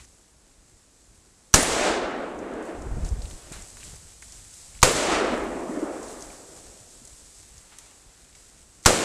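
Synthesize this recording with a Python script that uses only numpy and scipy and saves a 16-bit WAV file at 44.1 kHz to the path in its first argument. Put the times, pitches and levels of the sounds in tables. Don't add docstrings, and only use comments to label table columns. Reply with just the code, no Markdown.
import sys
import numpy as np
from scipy import signal
from scipy.fft import rfft, irfft, next_fast_len
from scipy.io import wavfile
from scipy.ndimage import uniform_filter1d

SR = 44100
rng = np.random.default_rng(int(sys.argv[2]) if len(sys.argv) > 2 else 0)


def waveform_to_disk(signal):
    frames = np.transpose(np.atleast_2d(signal))
    scaled = np.clip(frames, -1, 1) * 32767
    samples = np.round(scaled).astype(np.int16)
    wavfile.write(sys.argv[1], SR, samples)


def field_ratio(decibels):
    return 10 ** (np.asarray(decibels, dtype=float) / 20)


N = 398663
SIZE = next_fast_len(N)
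FREQ, TIME = np.fft.rfftfreq(SIZE, 1 / SR) + 1e-3, np.arange(N) / SR


def unit(x):
    return x / np.sqrt(np.mean(x ** 2))


def add(out, start_s, x):
    i = int(start_s * SR)
    out[i:i + len(x)] += x[:N - i]


def curve(table, at):
    s, *columns = np.transpose(table)
    return [np.interp(at, s, column) for column in columns]


def colour(table, hz):
    f, db = np.transpose(table)
    return np.interp(np.log(hz), np.log(f), db)


def shaped(x, table, lo_hz, hi_hz):
    spectrum = rfft(x, SIZE) * field_ratio(colour(table, FREQ))
    reference = irfft(spectrum * (FREQ > lo_hz) * (FREQ < hi_hz), SIZE)
    return irfft(spectrum, SIZE)[:N] / np.std(reference)


def band(x, hz, width_hz):
    b, a = signal.iirpeak(min(hz, .45 * SR), max(hz / width_hz, .3), SR)
    return signal.lfilter(b, a, x)


def lowpass(x, order, hz):
    return signal.sosfilt(signal.butter(order, hz, fs=SR, output="sos"), x)


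def walk(rate_hz, step=32):
    k = int(SR / rate_hz / step)
    held = np.repeat(rng.standard_normal(N // (k * step) + 2), k)
    slewed = uniform_filter1d(uniform_filter1d(held, k), k)
    return 1.16 * np.interp(TIME * SR / step, np.arange(len(held)), slewed)


def grains(rate_hz, spread_db):
    sizes = field_ratio(spread_db * np.minimum(rng.exponential(size=N), 3.))
    return unit(rng.standard_normal(N) * (rng.random(N) < rate_hz / SR) * sizes)


def snaps(table, trim_db):
    out, t = np.zeros(N), np.arange(8192) / SR
    for s, db, hz, share, t60_s in table:
        width_hz = hz * np.clip(share, .005, 2)
        noise = rng.standard_normal(2 * len(t))
        snap = unit(band(band(noise, hz, width_hz), hz, 1.3 * width_hz)[len(t):])
        envelope = np.clip(t / 0.00034, 0, 1) * 1000 ** (-t / max(t60_s, .003))
        add(out, s, field_ratio(db + trim_db) * snap * envelope)
    return out


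# start in seconds, peak in dB, centre in Hz, width as a share of the centre.
CLOTH_TICKS = [(.045, -50, 1600, 1.4), (3.254, -33.5, 3300, 0.32), (3.31, -38, 3000, 1.7),
               (3.43, -53, 13500, .3), (3.517, -30.5, 350, 1.6), (3.77, -39.5, 1500, .8),
               (3.83, -35, 2100, .5), (3.877, -41, 3500, .45), (3.878, -41, 300, 1.0),
               (3.939, -36, 230, .9), (4.2251, -34, 1770, 0.35), (4.75, -40.5, 2380, 0.28),
               (4.79, -41, 3000, .4), (5.44, -46, 12500, .4), (6.302, -39, 2300, .18),
               (7.787, -42, 2800, .6), (8.327, -43, 2800, .3), (8.35, -42, 2000, 1)]
# start in seconds, peak in dB, centre in Hz, width as a share of the centre, T60 in seconds.
BRUSHES_AND_CASES = [(.0, -45.5, 1500, 2., .14), (1.568, -23.5, 9270, .005, .31),
                     (1.627, -18, 7000, .7, .04), (2.377, -56, 6400, .012, .2),
                     (2.377, -62, 9300, .011, .22), (2.377, -75, 13400, .01, .3),
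                     (3.53, -43, 1500, 2., .35), (3.8, -47, 2200, 1.9, .3), (3.86, -49, 3500, 1.1, .22),
                     (4.918, -23, 7500, .8, .03), (7.72, -50, 1500, 2., .4)]


def clothing_and_metal():
    tick_t60_s = 0.021
    return snaps([(*row, tick_t60_s) for row in CLOTH_TICKS] + BRUSHES_AND_CASES, -4.0)


# frequency in Hz, level in dB per Hz.
LEAF_COLOUR = [(180, -39), (300, -12), (372, -9.5), (476, -9), (821, -8), (937, -9.5), (1700, -9),
               (3070, -10), (5850, -4.5), (7880, 1.5), (11000, -12), (15500, -34)]
# time in seconds, level in dB, body of the rustle in dB.
STIRRING = [(0, -54.5, -2), (.33, -63, 2), (1.1, -62.5, -1.5), (1.52, -62, 1), (2.3, -63, -4),
            (2.75, -61.5, -2), (3.03, -52.5, 4.5), (3.45, -52.5, 3), (3.8, -49, 0), (4.12, -53.5, 0),
            (4.8, -50, -2), (5.5, -52.5, -5), (5.84, -52.5, -7), (6.14, -50, 0), (6.55, -52, -2),
            (7.4, -53, -1.5), (7.98, -57, 3), (8.84, -57.5, 1.5)]
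# start in seconds, peak in dB, centre in Hz, lift of the leaves in dB.
TWIG_SNAPS = [(0.0493, -39, 6730, -5), (2.389, -38, 6320, 1), (2.537, -41, 7060, 1), (2.6249, -40, 7960, 5),
              (2.6525, -43, 8050, 5), (2.8194, -35, 6950, 1), (3.047, -31, 6450, 6.5),
              (3.089, -31, 7100, -3.5), (3.2184, -32, 5100, 3.5), (3.299, -36, 7000, 4.5),
              (3.521, -31, 7800, 9), (3.6212, -31, 7480, -2.5), (3.7693, -35, 7040, 0.5),
              (3.8386, -36, 7700, 6), (3.9574, -32.5, 7840, 0.5), (4.222, -39, 7000, 5),
              (4.322, -30, 6800, 2), (4.538, -31, 7260, 2), (6.0285, -32, 7000, 3.5),
              (6.0806, -33.5, 7100, 1), (6.2068, -32, 6280, 2.5), (6.2226, -26, 6940, 0.5),
              (6.5625, -42, 7000, 3.5), (7.0509, -30.5, 8140, -0.5), (7.0735, -32.5, 7330, 1),
              (7.5797, -35.5, 6390, 1), (7.7854, -27.5, 8190, 5), (8.3525, -41.5, 6900, 5),
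              (8.828, -38, 7500, -1), (8.837, -41, 6950, 9.5)]


def leaves(duck):
    settle_s = 0.1
    level_db, body_db = curve(STIRRING, TIME)
    for s, _, _, lift_db in TWIG_SNAPS:
        level_db = level_db + lift_db * (TIME > s) * np.exp(-np.abs(TIME - s) / settle_s)
    crackle = grains(1200, 3.) * field_ratio(3. * walk(30))
    rustle = shaped(rng.standard_normal(N) + .42 * crackle, LEAF_COLOUR, 5000, 10000)
    body = lowpass(rustle, 2, 4200)
    body_gain = field_ratio(body_db + 1.5 * walk(12)) - 1
    return (rustle + body_gain * body) * field_ratio(level_db + .7 * walk(20)) * duck


def twigs():
    width_share, t60_s = 0.5, 0.029
    return lowpass(snaps([(s, db, hz, width_share, t60_s) for s, db, hz, _ in TWIG_SNAPS], -7.0), 3, 9500)


# time in seconds, level in dB.
WIND_LEVEL = [(0, -51), (.054, -59), (.24, -64.5), (1.2, -57.5), (1.5, -68.5), (1.68, -40.5), (2.23, -55),
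              (2.74, -54.5), (2.8, -37.5), (3.27, -38), (3.4, -48.5), (3.75, -53), (4.6, -57),
              (4.97, -42.5), (5.25, -44), (6.03, -54.5), (6.6, -57), (8.8, -61.5)]
# centre in seconds, lift in dB.
GUST_EDDIES = [(2.812, 0), (2.872, 8.5), (2.93, 8), (2.977, 15), (3.05, 8), (3.126, 9), (3.19, 5),
               (3.25, 7), (3.33, 7.5), (3.474, 4), (3.56, 9.5), (3.632, 9), (3.72, -1), (4.05, 6),
               (5.53, 0)]


def wind():
    eddy_s = 0.018
    low_db, = curve(WIND_LEVEL, TIME)
    low_db = low_db + sum(db * np.exp(-((TIME - s) / eddy_s) ** 2) for s, db in GUST_EDDIES)
    upper_db = -9 - 0.26 * (low_db + 60)
    low = unit(band(band(rng.standard_normal(N), 51.7, 57.4), 23, 47))
    upper = unit(band(band(rng.standard_normal(N), 100, 100), 110, 140))
    return field_ratio(low_db + 3.1 * walk(30)) * (low + field_ratio(upper_db + 1.6 * walk(25)) * upper)


# frequency in Hz, level in dB per Hz.
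HUSH_COLOUR = [(59, -47), (100, -13), (153, -4), (300, -2), (861, -11), (3320, -18.5), (7890, -3.5),
               (11300, -21.5), (15500, -40)]


def hush():
    level_db = -63 - 1.5 + 0.42 * walk(1.5)
    return lowpass(field_ratio(level_db) * shaped(rng.standard_normal(N), HUSH_COLOUR, 150, 3000), 2, 4000)


# frequency in Hz, level in dB.
WHINE_TONES = [(10998, -74)]


def whine(duck):
    tones = sum(field_ratio(db - 1.0 + 2 * walk(3)) * np.sin(2 * np.pi * hz * TIME) for hz, db in WHINE_TONES)
    return uniform_filter1d(duck, SR // 2, origin=SR // 5) ** 4 * tones


# start in seconds, peak in dB.
HAMMER_FALLS = [
    (1.532, -20),
    (4.8186, -16),
    (8.8511, -16.5),
]


def hammer():
    out, t = np.zeros(N), np.arange(8192) / SR
    for s, db in HAMMER_FALLS:
        tick = unit(band(band(rng.standard_normal(len(t)), 3600, 7000), 3500, 6000))
        add(out, s, field_ratio(db - 8.5) * tick * np.clip(t / 0.00056, 0, 1) * 1000 ** (-t / 0.016))
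    return out


# start in seconds, peak in dB.
MUZZLE_BLASTS = [
    (1.5398, -5.5),
    (4.8286, -6.5),
    (8.8592, -6),
]
# frequency in Hz, level in dB above the blast peak.
PORT_RINGS = [
    (6150, 4),
    (6900, 0),
    (6200, 1),
]


def blast(hold_s=0.0064, flap_hz=1050):
    out, t = np.zeros(N), np.arange(8192) / SR
    gate = np.clip(t / 0.00044, 0, 1) * np.exp(-np.clip(t - hold_s, 0, 1) / 0.00088)
    push = -np.sin(np.pi * np.clip(t / hold_s, 0, 1) ** 1.3) ** 2
    back = (t > hold_s) * (1 - np.exp(-np.abs(t - hold_s) / 0.0022)) * np.exp(-t / 0.029)
    for (s, db), (ring_hz, ring_db) in zip(MUZZLE_BLASTS, PORT_RINGS):
        noise = rng.standard_normal((3, len(t)))
        jet = unit(band(band(noise[0], 7360, 2400), 4700, 3500))
        flap = unit(band(noise[1], flap_hz, 500))
        roar = 0.95 * jet + 0.86 * flap
        ring = np.sin(2 * np.pi * ring_hz * t) * np.exp(-((t - .0008) / .0007) ** 2)
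        near = (t > hold_s) * unit(band(band(noise[2], 3700, 5000), 4700, 8000)) * np.exp(-t / 0.025)
        direct = field_ratio(-2.5) * gate * roar + field_ratio(ring_db) * ring + field_ratio(-1.0) * push
        after = field_ratio(-15.0) * back + field_ratio(-17.5) * near
        add(out, s - .0001, field_ratio(db) * (direct + after))
    return out


def gain_control():
    duck = np.ones(N)
    for s, _ in MUZZLE_BLASTS:
        duck *= 1 - 0.56 * (TIME > s) * np.exp(-np.abs(TIME - s) / 0.14)
    return duck


# frequency in Hz, level in dB per Hz.
SCATTER_COLOUR = [(24, -35), (40, -13), (359, -0.5), (449, -1), (637, -1), (973, -7.5), (1250, -7),
                  (2840, -13.5), (7160, -18.5), (10100, -23.5), (15500, -47)]
# delay in seconds, level in dB, loss at 4 kHz in dB, bass in dB.
ECHO_COURSE = [
    (0, -20, 5.5, 7.5),
    (.04, -25.5, 4, 8),
    (.12, -30.5, 5, 0),
    (.34, -25, 1, -37),
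    (.55, -31, -6.5, -24),
    (.85, -37, -16, -18),
    (1.07, -36.5, -11.5, -25),
    (1.5, -48.5, -10, -11),
    (2.4, -67.5, -23, 0),
]
# level in dB, extra decay in dB per second, extra loss at 4 kHz in dB, depth of the woods as a share.
SHOT_AIM = [
    (-0.86, 1.5, 0.3, 1.006),
    (0.2, 0.9, -1, .98),
    (0.2, .1, -.6, 1.01),
]
# lift in dB, delay in seconds, spread in seconds.
GROUND_BOOM = [
    (9, 0.99, .35),
    (14, 0.77, 0.47),
    (9.5, 0.14, 0.052),
]


def woodland(knee_hz=4000, power=0.85, bass_hz=150, air_db=-33, boom_hz=265, foliage_top_hz=8500):
    trunks = rfft(shaped(grains(30000, 1.5), SCATTER_COLOUR, 400, 1200), SIZE)
    trim_db = np.full(N, -200.)
    boom_db, late_s, dull_db = np.zeros((3, N))
    for (shot, _), aim, (lift_db, boom_s, spread_s) in zip(MUZZLE_BLASTS, SHOT_AIM, GROUND_BOOM):
        db, decay_db, extra_db, depth = aim
        after = TIME >= shot + .0065
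        late_s[after] = (TIME[after] - shot) / depth
        dull_db[after] = extra_db
        trim_db[after] = db + decay_db * late_s[after]
        boom_db[after] = -9 + lift_db * np.exp(-((late_s[after] - boom_s) / spread_s) ** 2)
    level_db, loss_db, bass_db = curve(ECHO_COURSE, late_s)
    fade = np.clip((ECHO_COURSE[-1][0] + .3 - late_s) / 0.37, 0, 1)
    level = field_ratio(level_db + trim_db + 0.6 * walk(40)) * fade
    out, shared_db = np.zeros(N), 0.3 * walk(25)
    for hz in 30 * 2 ** np.arange(0, 9.3, 1 / 3):
        part = irfft(trunks * np.clip(1 - 3 * np.abs(np.log2(FREQ / hz)), 0, 1), SIZE)[:N]
        foliage = (loss_db + dull_db) * (np.clip(hz - 500, 0, foliage_top_hz) / knee_hz) ** power
        patchy = 1.5 * walk(14) if hz < 3000 else 0
        absorbed = air_db * late_s * (hz / 10000) ** 1.56
        boom = 0.53 * (boom_db + 7.9) * np.exp(-(np.log2(hz / boom_hz) / .5) ** 2)
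        bass = bass_db / (1 + (hz / bass_hz) ** 6)
        port = 5.5 * np.exp(-(np.log2(hz / 7500) / 0.26) ** 2)
        out += part * field_ratio(port + foliage + absorbed + boom + bass + shared_db + patchy)
    return out * level


# start in seconds, peak in dB, pitch in Hz, rise in cycles.
BANK_ECHOES = [(1.586, -12.5, 276, 0.83), (1.623, -28, 412, 1.3), (1.629, -14, 680, 1),
               (4.873, -7.5, 457, 0.83), (4.885, -12.5, 452, 1.1), (4.909, -9, 496, 0.82),
               (5.083, -17.5, 373, 2.1), (5.695, -19, 260, 1.1), (5.769, -19.5, 286, 1.8),
               (5.826, -15, 320, 1.4), (8.883, -21, 372, 0.72), (8.905, -5, 610, 0.83),
               (8.927, -13.5, 533, 2.1)]


def banks():
    out, t = np.zeros(N), np.arange(2048) / SR
    for s, db, hz, cycles in BANK_ECHOES:
        swell = t * hz / cycles
        add(out, s, field_ratio(db - 5.0) * np.sin(2 * np.pi * hz * t) * swell * np.exp(1 - swell))
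    return out


# start in seconds, peak in dB, pitch in Hz.
BODY_KNOCKS = [
    (1.625, -12, 60),
    (3.513, -27, 155),
    (3.585, -32, 201),
    (3.873, -34, 191),
    (3.931, -31, 151),
    (4.027, -36, 159),
    (7.017, -34.5, 239),
]


def knocks():
    out, t = np.zeros(N), np.arange(4096) / SR
    for s, db, hz in BODY_KNOCKS:
        add(out, s, field_ratio(db - 11) * np.sin(2 * np.pi * hz * t) * 1000 ** (-t / 0.085))
    return out


def scene():
    duck = gain_control()
    ground = clothing_and_metal() + leaves(duck) + twigs()
    surroundings = duck * (wind() + knocks() + hush()) + whine(duck)
    shots = hammer() + blast() + woodland() + banks()
    mono = ground + surroundings + shots
    return np.array([mono, mono])


def band_limit(x):
    return signal.sosfilt(signal.butter(12, 15700, fs=SR, output="sos"), x)


def record(dry):
    corners = np.clip(dry, -1.1, 1.1) - dry
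    soft = dry + signal.sosfiltfilt(signal.butter(3, 9000, fs=SR, output="sos"), corners)
    top = signal.ellip(8, .1, 60, 15300, fs=SR, output="sos")
    mix = np.clip(signal.sosfilt(top, np.clip(soft, -.92, .92)), -1, 1)
    return band_limit(mix)


dry = scene()
out = record(dry)
waveform_to_disk(out)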